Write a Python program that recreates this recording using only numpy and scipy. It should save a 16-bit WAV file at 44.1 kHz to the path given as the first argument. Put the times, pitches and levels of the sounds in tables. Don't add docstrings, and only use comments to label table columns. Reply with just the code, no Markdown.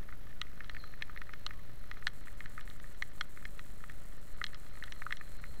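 import sys
import numpy as np
from scipy import signal
from scipy.fft import rfft, irfft, next_fast_len
from scipy.io import wavfile

SR = 44100
rng = np.random.default_rng(int(sys.argv[2]) if len(sys.argv) > 2 else 0)


def put_to_file(sound):
    columns = np.atleast_2d(sound).T
    safe = np.clip(columns, -1, 1)
    whole_steps = np.round(safe * 32767)
    wavfile.write(sys.argv[1], SR, whole_steps.astype(np.int16))


N = 246959

# t/s, relative level/dB, boost of the low notes/dB, boost of the high and top notes/dB
BIG_DROPS = [(0.0888, -48.5, -7, -22), (0.1245, -46, -4, -27), (0.415, -36, -8, -0.5),
             (0.4675, -48, -20, -25), (0.6054, -36, -15.5, -29), (0.644, -54, -0.5, -3.5),
             (0.6955, -37, -15, -11.5), (0.747, -44, -5, -15.5), (0.7661, -40, -14, -23),
             (0.839, -52, 7.5, -16), (0.9372, -46, -11, -36), (1.0098, -52, -7, -19),
             (1.0223, -30.5, -36, -11.5), (1.0955, -51, -1, -22), (1.1613, -44, -11, -23),
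             (1.174, -37.5, -25, -20), (1.2164, -41, -9.5, -15.5), (1.292, -44.5, -7, -28),
             (1.3357, -39.5, -11, -14.5), (1.4643, -39, -4.5, 2.5), (1.5073, -39.5, -11, -29),
             (1.9129, -34, -10, -19), (1.9696, -50, -5, -31), (2.024, -47.5, -9, -30),
             (2.0691, -29, -8, -3.5), (2.0773, -41, -2, -3.5), (2.2108, -61.5, 5.5, -11),
             (2.2711, -47, -5, -25), (2.2812, -46.5, -18, -23), (2.4045, -39, -20, -18.5),
             (2.458, -41.5, -11, -17), (2.5783, -40, -6.5, -28), (2.5926, -47.5, -8, -28),
             (2.6095, -51, -13, -2), (2.6754, -47.5, -15, -18), (2.6999, -60, -10, 3.5),
             (2.7102, -52, -13, -25), (2.799, -55, -6, -4.5), (2.841, -48.5, -9, -26),
             (3.0225, -27, -22, -17.5), (3.2098, -33.5, -1.5, -3), (3.3728, -44, -11, -25),
             (3.425, -53.5, -5, -25), (3.4524, -33.5, -28, -19), (3.5926, -39, -11, -15.5),
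             (3.8387, -46.5, -1.5, -19), (3.8969, -40.5, -12, -23), (4.4147, -36, -5.5, -39),
             (4.4407, -31.5, -15, -4.5), (4.4654, -47.5, -11, 2), (4.532, -47.5, -9, -19),
             (4.5451, -49.5, -4, 2), (4.7536, -51, -11, -17), (4.772, -51, -6, -24),
             (4.824, -39.5, -13, -32), (4.8378, -49, -2, 0), (4.8785, -45.5, -12, -21),
             (4.9221, -41, -23, -5), (5.0197, -36.5, -9.5, -22), (5.0649, -47, 8, -31),
             (5.1065, -40, -8, -20), (5.1239, -28.5, -23, -13), (5.1696, -50.5, -28, 0),
             (5.2105, -44.5, -7, -28), (5.4386, -41, -8.5, -22)]
# t/s, relative level/dB
FINE_RAIN = [(0.0, -64.5), (1.39, -63), (3.77, -66), (5.12, -62), (5.6, -62.5)]
NOTE_BORDERS = [1550, 2600, 4600]
FINE_RAIN_REACH = [-4, -4, -10, -20]
# f/Hz, relative level/dB, time to fade by 60 dB/s
SHELL_NOTES = [(604, -21.5, 0.019), (1245, 2.5, 0.025), (1468, 4.5, 0.015), (1780, 4.5, 0.019),
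               (1943, 1.5, 0.022), (2125, -1.5, 0.024), (2486, -3, 0.0095), (2965, 0, 0.013),
               (3295, -1.5, 0.025), (3740, 5.5, 0.0062), (4192, 0.5, 0.014), (5034, 5.5, 0.012),
               (5660, 4.5, 0.014), (6050, 7.5, 0.0062), (8230, -4.5, 0.007)]
def rain():
    times, drop_db, low_db, high_db = np.transpose(BIG_DROPS)
    reach_db = [low_db, -5.5, high_db, high_db - 14]
    small_drops_per_s, splash_s, splash_share = 420, 0.001, 0.45
    lands = rng.random(N) < small_drops_per_s / SR
    sizes = from_db(3.66 * np.minimum(rng.exponential(1, N), 4.5))
    small_drops = rms_one(lands * sizes + 1e-9) * from_db(curve(FINE_RAIN) - 12)
    scatter_db = 0.97 * rng.standard_normal((len(times), len(SHELL_NOTES)))
    shell = np.zeros(N)
    for k, (hz, level_db, fade_s) in enumerate(SHELL_NOTES):
        group = np.searchsorted(NOTE_BORDERS, hz)
        big = clicks(times, from_db(drop_db + reach_db[group] + scatter_db[:, k] - 9.5))
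        fine = small_drops * from_db(FINE_RAIN_REACH[group] - 25.5)
        splash = fade(splash_share * big + fine, splash_s) * rng.standard_normal(N)
        blow = from_db(13.5) * (-1) ** k * big
        shell += from_db(level_db) * ring(splash + blow, hz, fade_s)
    return cut(shell, 600, "highpass")


# f/Hz, relative level/dB
RUMBLE_TONE = [(2.9, -67), (5.0, -1), (16, -10.5), (33, -14), (70, -26.5), (162, -31.5), (325, -45),
               (534, -46), (585, -44), (878, -54.5), (1100, -60.5), (1430, -49), (2420, -120)]
# t/s, relative level/dB
RUMBLE_LEVEL = [(0.0, -47.5), (3.1, -48.5), (4.21, -48), (5.24, -49), (5.6, -45)]
def wind_and_road():
    return from_db(curve(RUMBLE_LEVEL) + 3.5) * shaped_noise(RUMBLE_TONE)


FRAME_S, FIRST_FRAME_S, WRITES_BEGIN_S = 0.04, 0.0148, 2.043
REST_FRAMES = [52, 55, 58, 61, 65, 69, 73, 77, 81, 104, 108, 113, 117, 129, 134]
NEW_WRITE_FRAMES = [86, 87, 89, 91, 93, 94, 97, 98, 99, 100, 101, 121, 122, 123, 124, 126, 139]
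def write_spans():
    rests = [(k, 0.007, k + 1) for k in REST_FRAMES]
    restarts = [(k, 0.014, k) for k in NEW_WRITE_FRAMES]
    end_frame, early_s, next_frame = np.transpose(sorted(rests + restarts))
    starts = FIRST_FRAME_S + FRAME_S * next_frame
    stops = FIRST_FRAME_S + FRAME_S * end_frame - early_s
    return zip(np.r_[WRITES_BEGIN_S, starts], np.r_[stops, N / SR])


TICK_GAPS = [.0056, .00775, .00744, .0056]
GAP_WOBBLE = [.001, 0, 0, .001]
# f/Hz, width/Hz, relative level/dB
WRITE_BANDS = [(7450, 1100, -4), (8800, 540, -3), (9300, 600, -6.5), (10960, 1400, -7), (14200, 1800, -8)]
def card_writes():
    times = []
    for start, stop in write_spans():
        gaps = np.resize(TICK_GAPS, 30) + np.resize(GAP_WOBBLE, 30) * rng.uniform(-1, 1, 30)
        beats = start + np.cumsum(np.r_[0, gaps])
        times += list(beats[beats < stop - 0.003]) + [stop]
    times = np.array(times)
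    spikes = clicks(times, from_db(-32.5 + 2.3 * rng.standard_normal(len(times))))
    clean_ticks = sum((-1) ** k * from_db(db) * band(spikes, hz, width_hz)
                      for k, (hz, width_hz, db) in enumerate(WRITE_BANDS))
    before = noisy_ticks(times - 0.0007, from_db(-59), WRITE_BANDS, length_s=0.00073)
    flutter = noisy_ticks(times + 0.0018, from_db(-60), WRITE_BANDS, length_s=0.0069)
    return clean_ticks + before + flutter


# f/Hz, width/Hz, relative level/dB
FRAME_BANDS = [(11200, 1700, -8), (14100, 2300, -5.5), (7850, 4700, -11.5)]
def frame_pulses():
    wakes = np.arange(FIRST_FRAME_S, N / SR, FRAME_S)
    chance = rng.random((len(wakes), 2))
    stops = wakes + 0.0195 + 0.0045 * chance[:, 0]
    first_blocks = wakes + 0.002 + 0.006 * chance[:, 1]
    blocks = first_blocks[:, None] + 0.0077 * np.arange(3)
    blocks = blocks[blocks < stops[:, None]]
    supply = supply_jolts(wakes, -from_db(-44), settle_s=0.0015)
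    supply += supply_jolts(stops, -from_db(-73), settle_s=0.00086)
    supply += supply_jolts(blocks, from_db(-53), settle_s=0.0011)
    ticks = noisy_ticks(wakes, from_db(-48), FRAME_BANDS, length_s=0.00088)
    ticks += noisy_ticks(stops, from_db(-49), FRAME_BANDS, length_s=0.0014)
    ticks += noisy_ticks(blocks, from_db(-49.5), FRAME_BANDS, length_s=0.00069)
    before_writes = np.arange(N) < WRITES_BEGIN_S * SR
    return supply + before_writes * ticks


def noisy_ticks(times, size, bands, length_s):
    swell = np.hanning(round(length_s * SR) + 3)
    bursts = np.convolve(clicks(times, size), swell, "same") * rng.choice([-1, 1], N)
    return sum(from_db(db) * band(bursts, hz, width_hz) for hz, width_hz, db in bands)


def supply_jolts(times, size, settle_s):
    return cut(fade(clicks(times, size), settle_s), 900, "lowpass")


# f/Hz, relative level/dB
AMPLIFIER_TONE = [(530, -14), (900, -8), (1810, -5), (2620, -10.5), (4080, -13), (4660, -15), (8390, -20.5),
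                  (14400, -19), (15800, -25)]
def amplifier_noise():
    return from_db(-66.5) * shaped_noise(AMPLIFIER_TONE)


# t/s, level/dB
HISS_LEVEL = [(0, -90), (.77, -79), (.8, -59), (.87, -65.5), (.97, -76.5), (2.5, -77), (4.1, -77.5),
              (4.35, -74.5), (5.6, -69.5)]
def narrow_hiss(centre_hz=4160):
    slow = cut(rng.standard_normal((2, N)), 110, "lowpass")
    phase = 2 * np.pi * centre_hz * np.arange(N) / SR
    hiss = slow[0] * np.cos(phase) + slow[1] * np.sin(phase)
    return from_db(curve(HISS_LEVEL)) * rms_one(hiss)


# f/Hz, level/dB
WHINE_TONES = [(575, -76), (600, -78), (550, -86), (12900, -96), (13250, -90)]
def whines():
    t = np.arange(N) / SR
    return sum(from_db(db) * np.sqrt(2) * np.sin(2 * np.pi * hz * t) for hz, db in WHINE_TONES)


# start t/s, length/s, first f/Hz, last f/Hz, relative level/dB
STREET_WHISTLES = [(0.7, 0.11, 4560, 4560, -76), (1.495, 0.145, 1067, 1143, -72)]
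def whistles():
    sound = np.zeros(N)
    for start, length, first_hz, last_hz, db in STREET_WHISTLES:
        progress = np.clip((np.arange(N) / SR - start) / length, 0, 1)
        phase = 2 * np.pi * np.cumsum(first_hz + (last_hz - first_hz) * progress) / SR
        swell = 2 * np.sqrt(np.sin(np.pi * progress).clip(0))
        sound += from_db(db) * swell * np.sin(phase)
    return sound


def from_db(db):
    return 10 ** (np.asarray(db) / 20)


def rms_one(x):
    return x / np.sqrt(np.mean(x ** 2) + 1e-20)


def curve(rows):
    return np.interp(np.arange(N) / SR, *np.transpose(rows))


def shaped_noise(tone):
    size = next_fast_len(N)
    hz, level_db = np.transpose(tone)
    grid_hz = np.maximum(np.arange(size // 2 + 1) * SR / size, 1)
    gains = from_db(np.interp(np.log(grid_hz), np.log(hz), level_db))
    return rms_one(irfft(rfft(rng.standard_normal(size)) * gains, size)[:N])


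def clicks(times, sizes):
    track = np.full(N, 1e-18)
    at = (np.asarray(times) * SR).astype(int)
    np.add.at(track, at[at < N], (sizes * np.ones(len(at)))[at < N])
    return track


def ring(x, hz, fade_s):
    decay, step = from_db(-60 / (fade_s * SR)), 2 * np.pi * hz / SR
    return signal.lfilter([0, np.sin(step)], [1, -2 * decay * np.cos(step), decay ** 2], x)


def band(x, hz, width_hz):
    decay = np.exp(-np.pi * width_hz / SR)
    feedback = [1, -2 * decay * np.cos(2 * np.pi * hz / SR), decay ** 2]
    return signal.lfilter(np.array([1, 0, -1]) * (1 - decay ** 2) / 2, feedback, x)


def fade(x, seconds):
    return signal.lfilter([1], [1, -np.exp(-1 / (seconds * SR))], x)


def cut(x, hz, kind):
    return signal.sosfilt(signal.butter(2, hz, kind, fs=SR, output="sos"), x)


def scene():
    outside = rain() + wind_and_road() + narrow_hiss() + whistles()
    electronics = card_writes() + frame_pulses() + amplifier_noise() + whines()
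    return (outside + electronics)[None]


def record(dry):
    cutoff_hz, offset = 16050, -0.0247
    return signal.sosfilt(signal.cheby2(20, 50, cutoff_hz, fs=SR, output="sos"), dry) + offset


dry = scene()
out = record(dry)
put_to_file(out)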